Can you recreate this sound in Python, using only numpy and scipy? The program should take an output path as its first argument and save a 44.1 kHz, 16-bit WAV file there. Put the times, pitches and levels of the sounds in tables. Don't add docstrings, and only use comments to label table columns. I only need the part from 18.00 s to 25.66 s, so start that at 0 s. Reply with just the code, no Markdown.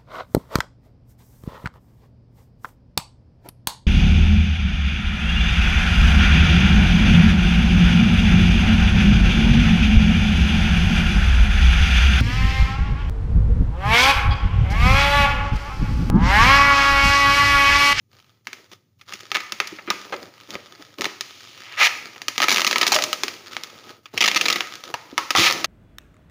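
import sys
import numpy as np
from scipy import signal
from scipy.fft import rfft, irfft
from scipy.io import wavfile
from scipy.ndimage import uniform_filter1d, minimum_filter1d

SR = 44100
rng = np.random.default_rng(int(sys.argv[2]) if len(sys.argv) > 2 else 0)


def output_pcm(signal):
    pcm = np.clip(np.atleast_2d(signal).T, -1, 1) * 32767
    wavfile.write(sys.argv[1], SR, np.round(pcm).astype(np.int16))


N = 337802
TIME = np.arange(N) / SR

# start_s, length_s, crinkle_db, rub_db
HAND_MOVES = [(0.132, 0.24, -57, -66.5), (0.485, 0.18, -71, -60.5), (0.717, 0.018, -39, -50),
              (1.086, 0.069, -40, -54), (1.22, 0.56, -50.5, -57.5), (1.886, 0.36, -47.5, -49.5),
              (2.345, 0.15, -48.5, -60), (2.493, 0.058, -43.5, -42), (2.6, .3, -49, -56.5),
              (2.778, 0.049, -49, -55), (2.989, 0.082, -43, -37.5), (3.28, 0.81, -50, -56.5),
              (3.86, 0.38, -51, -51.5), (4.356, 0.0083, -30, -45), (4.47, 0.56, -47, -40.5),
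              (5.143, 0.22, -49, -46.5), (5.442, 0.453, -47, -50.5), (5.515, 0.044, -37, -56),
              (5.88, 0.036, -43, -48.5), (6.137, 0.038, -39.5, -39.5), (6.258, 0.32, -33.5, -38),
              (6.676, .12, -44.5, -52.5), (6.84, 0.068, -42.5, -42.5), (7.022, 0.24, -50.5, -53),
              (7.385, 0.22, -36, -34.5)]
# start_s, level_db, brightness_db_per_octave, slip_length_ms
SINGLE_SNAPS = [(0.471, -24, 0, 1.4), (0.531, -29, 2.5, 2.2), (0.731, -50, 7, 4.5), (1.013, -45.5, 0, 8.2),
                (1.124, -30.5, -1, 2), (1.136, -31.5, 5, 6.7), (1.207, -37, 4, 2), (1.317, -18, -0.5, 1.5),
                (1.346, -25, 2.5, 3.3), (1.369, -18.5, -1, 1.4), (1.404, -30.5, -0.5, 7.2),
                (1.522, -22.5, 3, 2.9), (1.602, -11.5, -2.5, 1.2), (1.673, -31, 6, 4.9),
                (1.787, -35.5, -11, 11), (1.876, -33.5, -10, 23), (1.903, -15, 0.5, 3.4),
                (2.125, -27.5, -9.5, 22.5), (2.506, -31.5, 2, 1.5), (2.554, -24, -6, 1),
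                (3.209, -22.5, 1.5, 3.1), (4.161, -38.5, -4.5, 5.6), (4.218, -29.5, 1, 4),
                (4.283, -17, 1.5, 3), (4.38, -12, 0, 1.7), (4.403, -12.5, -3, 1.9), (4.545, -18, 2, 2.6),
                (4.647, -14.5, 0, 3.3), (4.759, -10, -5, 3.6), (4.783, -16.5, 5.5, 1.5),
                (5.13, -16.5, 1.5, 3.9), (5.235, -12.5, 0.5, 1), (5.282, -20, 0.5, 1.2),
                (5.567, -21.5, -2, 2.9), (5.636, -27, 3, 1.8), (6.057, -40.5, -3.5, 11),
                (6.177, -18.5, 1, 7.3), (6.315, -18.5, -0.5, 2.9), (6.347, -20, 1, 2.6),
                (6.361, -16.5, 1.5, 17), (6.412, -14.5, 2.5, 6.3), (6.456, -18.5, -1, 10.5),
                (6.559, -21.5, 0.5, 8.1), (6.607, -15.5, -2, 1.5), (6.755, -33, 4.5, 1.5),
                (6.839, -36, 3, 2.6), (6.941, -22, -1.5, 3.4), (7.179, -14, -0.5, 5.1),
                (7.306, -16.5, 0.5, 6.5), (7.644, -17, -0.5, 7.4)]
# first_s, last_s, pace_per_s, level_db, brightness_db_per_octave, slip_length_ms
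STUTTER_RUNS = [(1.351, 1.359, 230, -17, -2.5, 1.9), (3.01, 3.019, 110, -21, 1.5, 2.4),
                (3.044, 3.055, 85, -19, -2, 2.3), (4.419, 4.441, 135, -14.5, -1.5, 3.7),
                (4.484, 4.525, 100, -11.5, -1.5, 3.5), (4.561, 4.618, 90, -15, -1.5, 1.6),
                (4.667, 4.675, 100, -15, 0.5, 4.8), (4.712, 4.729, 62, -14, -4.5, 2.4),
                (4.813, 4.83, 55, -12.5, -2, 5.6), (4.867, 4.878, 77, -14, 0, 5.5),
                (4.92, 4.962, 125, -17.5, 1.5, 6), (4.963, 4.988, 55, -14, -3.5, 1.4),
                (5.023, 5.039, 70, -15.5, 0.5, 1.6), (6.207, 6.278, 56, -16, 0.5, 10.3),
                (6.484, 6.527, 48, -18.5, -0.5, 6.1), (7.351, 7.383, 95, -16, 0.5, 5.3),
                (7.501, 7.525, 77, -18.5, -0.5, 2.3)]
# time_s, resonance_hz, resonance_db
STRIP_STATES = [(1.36, 1720, 0.5), (3.1, 4500, -11), (3.82, 2000, -13), (4.5, 3102, -30), (6.25, 2740, 1.5),
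                (7.18, 1120, -18), (7.43, 4140, -22)]
# start_s, level_db, pitch_hz, t60_s
BOX_KNOCKS = [(1.139, -40, 322, 0.043), (1.229, -42, 380, 0.036), (1.723, -32.5, 317, 0.064),
              (1.877, -31, 333, 0.2), (1.906, -14.5, 1243, 0.024), (2.124, -27, 469, 0.13),
              (2.133, -29.5, 370, 0.11), (2.554, -25, 362, 0.021), (2.796, -44, 310, .09),
              (2.998, -24.5, 340, 0.089), (4.919, -20.5, 800, 0.11), (4.954, -25, 610, 0.42),
              (5.235, -29.5, 365, 0.096), (6.941, -16.5, 840, 0.027), (7.128, -29.5, 292, 0.045),
              (7.179, -15, 1092, 0.048), (7.352, -11.5, 1110, 0.09), (6.151, -40, 101, 0.087),
              (7.378, -26.5, 96, 0.076), (7.38, -26, 170, 0.079), (7.385, -23, 337, 0.17)]
# time_s, low_band_db, high_band_db
PEEL_RUNS = [
    [(3.25, -91, -51.5), (3.75, -39, -52.5)],
    [(3.775, -30.5, -42), (3.8, -19.5, -27.5), (3.82, -12, -24.5), (3.852, -21, -20.5), (3.872, -20, -24.5)],
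    [(7.38, -30, -20.5), (7.425, -24, -20.5), (7.47, -17.5, -19.5), (7.494, -28, -26)],
]
# frequency_hz, level_db
FILM_SPECTRUM = [(30, -45), (110, -33), (220, -27.5), (360, -17), (700, -6), (1200, -2), (2200, 1),
                 (3500, -3.5), (5200, -7), (7000, -11.5), (16000, -21.5)]
# frequency_hz, level_db
CRINKLE_SPECTRUM = [(400, -7), (1200, 5.5), (2400, 5), (5000, -1.5), (7000, -8), (16000, -17)]
# frequency_hz, level_db
BOX_SPECTRUM = [(30, -29), (105, -13), (210, 0), (360, 4.5), (700, -3.5), (1300, -9.5), (3000, -26)]
# frequency_hz, level_db
BACKGROUND_SPECTRUM = [(25, 0), (60, -23), (100, 13), (160, 0), (600, -23.5), (16000, -20)]
# frequency_hz, gain_db
MICROPHONE_RESPONSE = [(1130, -1), (1270, 6), (1420, -4.5), (1900, 0.5), (6800, 4), (8000, -10.5),
                       (9400, -4), (13600, -6.5), (14600, 5), (15500, 2), (15900, -51)]

MOVE_ATTACK_SHARE, MOVE_RELEASE_SHARE = 0.18, 0.28
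REST_CRINKLE_DB, REST_RUB_DB = -67, -80
STUTTER_EASE_DB = 1
STUTTER_SCATTER_DB, STUTTER_TILT_SCATTER_DB = 1.76, 2.0
STUTTER_JITTER = 0.08
BOX_TUG_DB = -16
ROOM_T60_S, ROOM_TREBLE_T60_S = 0.59, 0.66
TOP_HZ = 15700


def undb(db):
    return 10 ** (np.asarray(db) / 20)


def unit(x):
    return x / np.sqrt(np.mean(x ** 2) + 1e-18)


def add(out, s, sound):
    i = max(int(s * SR), 0)
    out[i:i + len(sound)] += sound[:max(len(out) - i, 0)]


def colour(x, points, tilt_db=0, size=2048):
    hz, db = np.transpose(points)
    f = np.maximum(np.arange(size // 2 + 1) * SR / size, 1)
    octaves = np.log2(np.clip(f, 900, 7000) / 2500)
    response_db = np.interp(np.log(f), np.log(hz), db) + tilt_db * octaves
    cepstrum = irfft(np.log(undb(response_db)))
    cepstrum[1:size // 2] *= 2
    cepstrum[size // 2 + 1:] = 0
    impulse = irfft(np.exp(rfft(cepstrum)))
    return signal.fftconvolve(x, impulse)[:len(x)]


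def split(x, hz):
    filters = [signal.butter(4, hz, kind, fs=SR, output="sos") for kind in ("low", "high")]
    return [signal.sosfilt(sos, x) for sos in filters]


def ring(t60, size=2048):
    x = rng.standard_normal(size) * np.exp(-np.log(1000) * TIME[:size] / t60)
    return x / np.linalg.norm(x)


def clicks(per_s, spread_db):
    size = np.minimum(undb(spread_db * rng.exponential(size=N)), 8)
    return (rng.random(N) < per_s / SR) * size * rng.choice([-1, 1], N)


def walk(per_s):
    step = int(SR / per_s)
    held = np.repeat(rng.standard_normal(N // step + 1), step)[:N]
    return unit(uniform_filter1d(held, step))


def background():
    return undb(-61.0) * unit(colour(rng.standard_normal(N), BACKGROUND_SPECTRUM))


def hand_effort():
    power = undb([[REST_CRINKLE_DB], [REST_RUB_DB]]) ** 2
    for start, length, *levels_db in HAND_MOVES:
        corners = start + length * np.array([-MOVE_ATTACK_SHARE, 0, 1, 1 + MOVE_RELEASE_SHARE])
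        swell = np.interp(TIME, corners, [0, 1, 1, 0])
        power = power + np.outer(undb(levels_db), swell) ** 2
    return np.sqrt(power)


def flurries(x):
    return unit(x * undb(3 * walk(per_s=40)))


def handling(count=4):
    crinkle, rub = hand_effort()
    folds = [signal.fftconvolve(clicks(per_s=35, spread_db=7.0), ring(t60=0.0067))[:N]
             for _ in range(count)]
    creases = flurries(colour(sum(folds), CRINKLE_SPECTRUM))
    glue = unit(colour(clicks(per_s=3500, spread_db=-2.0), CRINKLE_SPECTRUM))
    film = undb(-2.5) * creases + undb(-8) * glue
    box = flurries(colour(clicks(per_s=900, spread_db=2.5), BOX_SPECTRUM))
    return film * crinkle + box * rub


def strip(x, hz, db, quality=1.2):
    return x + undb(db) * signal.lfilter(*signal.iirpeak(hz, quality, fs=SR), x)


def strip_state(s):
    strip_s, *columns = np.transpose(STRIP_STATES)
    return [np.interp(s, strip_s, column) for column in columns]


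def snap(tilt_db, length_ms, strip_hz, strip_db, box_db, slip_db, slip_gap_ms, count=20):
    film = undb(-2) * ring(t60=0.015) + undb(-9.0) * ring(t60=0.037)
    film[0] += 1
    later_ms = np.cumsum(slip_gap_ms * rng.uniform(.5, 2, count))
    strength = undb(slip_db + 2 * rng.standard_normal(count)) * rng.choice([-1, 1], count)
    strength *= np.clip(length_ms - later_ms - 1, 0, 1)
    slips = film.copy()
    for ms, gain in zip(later_ms, strength):
        add(slips, ms / 1000, gain * film)
    sources = (slips, signal.unit_impulse(len(slips)))
    pair = np.array([unit(strip(colour(x, FILM_SPECTRUM, tilt_db), strip_hz, strip_db))
                     for x in sources])
    pair += undb(box_db) * unit(colour(ring(t60=0.073), BOX_SPECTRUM))
    attack = int((max(length_ms, 1) + 1.5) * SR / 1000)
    return pair / np.sqrt(np.mean(pair[0, :attack] ** 2))


def stutters():
    for first_s, last_s, per_s, db, tilt_db, length_ms in STUTTER_RUNS:
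        gaps = max(round((last_s - first_s) * per_s), 1)
        for k, (late, loud, bright) in enumerate(rng.standard_normal((gaps + 1, 3))):
            progress = k / gaps
            s = first_s + progress * (last_s - first_s)
            s += (0 < k < gaps) * late * STUTTER_JITTER / per_s
            level_db = db + STUTTER_EASE_DB * (.5 - progress) + STUTTER_SCATTER_DB * loud
            yield s, level_db, tilt_db + STUTTER_TILT_SCATTER_DB * bright, length_ms


def snaps():
    direct, all_round = np.zeros(N), np.zeros(N)
    for s, db, tilt_db, length_ms in [*SINGLE_SNAPS, *stutters()]:
        near, wide = undb(db) * snap(tilt_db, length_ms, *strip_state(s), BOX_TUG_DB,
                                     slip_db=-6.0, slip_gap_ms=1.0)
        add(direct, s, near)
        add(all_round, s, wide)
    return direct, all_round


def knocks(width=0.27, size=8192):
    out, t = np.zeros(N), TIME[:size]
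    for s, db, hz, t60 in BOX_KNOCKS:
        panel = np.sin(2 * np.pi * hz * t) * np.exp(-np.log(1000) * t / t60)
        edges_hz = [hz / (1 + width), hz * (1 + width)]
        band = signal.butter(2, edges_hz, "band", fs=SR, output="sos")
        rattle = unit(signal.sosfilt(band, ring(t60, size=size)))
        add(out, s, undb(db) * (panel + undb(1.5) * rattle * panel.std()))
    return out


def rips(fade_s=0.01):
    slips = colour(clicks(per_s=7000, spread_db=3.2), FILM_SPECTRUM)
    out = np.zeros(N)
    for rip in PEEL_RUNS:
        s, low_db, high_db = np.transpose(rip)
        strip_hz, strip_db = strip_state(s.mean())
        rasp = strip(slips, strip_hz, strip_db + 6, quality=4.1)
        low, high = map(unit, split(rasp, 2670))
        low = low * undb(np.interp(TIME, s, low_db))
        high = high * undb(np.interp(TIME, s, high_db))
        gate = np.interp(TIME, [s[0] - fade_s, s[0], s[-1], s[-1] + fade_s], [0, 1, 1, 0])
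        out += gate * (low + high)
    return out


def echoes(late_db, size=36000):
    early = undb(-10) * ring(t60=.06, size=size) * (TIME[:size] > .004)
    tail = split(ring(ROOM_T60_S, size=size), 3090)[0]
    tail = tail + split(ring(ROOM_TREBLE_T60_S, size=size), 3980)[1]
    return early + undb(late_db) * tail * np.clip(TIME[:size] / 0.0095, 0, 1)


def room(x, count=12):
    out = np.zeros(N)
    for k in range(count):
        distance = np.abs(np.linspace(0, count - 1, N) - k)
        share = np.sqrt(np.clip(1 - distance, 0, 1))
        out += signal.oaconvolve(x * share, echoes(late_db=-9.0))[:N]
    return out


def scene():
    direct, all_round = snaps()
    rest = rips() + handling() + knocks()
    return (direct + rest + room(all_round + rest) + background())[None]


def limit(x, ceiling, size):
    gain = np.minimum(1, ceiling / (np.abs(x) + 1e-9))
    return x * uniform_filter1d(minimum_filter1d(gain, size), size)


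def suppress(x, threshold_db, depth_db, size=2200):
    level_db = 10 * np.log10(np.abs(uniform_filter1d(x ** 2, size)) + 1e-12)
    return x * undb(np.clip(level_db - threshold_db, -abs(depth_db), 0))


def hush(x, cross_hz=600):
    low = signal.sosfiltfilt(signal.butter(2, cross_hz, fs=SR, output="sos"), x)
    return low + suppress(x - low, threshold_db=-53, depth_db=13)


def record(dry):
    held = limit(colour(dry[0], MICROPHONE_RESPONSE), ceiling=.84, size=130)
    hushed = hush(held)
    thinned = signal.sosfilt(signal.butter(3, 52, "high", fs=SR, output="sos"), hushed)
    return signal.sosfilt(signal.ellip(8, .2, 70, TOP_HZ, fs=SR, output="sos"), thinned)[None]


dry = scene()
out = record(dry)
output_pcm(out)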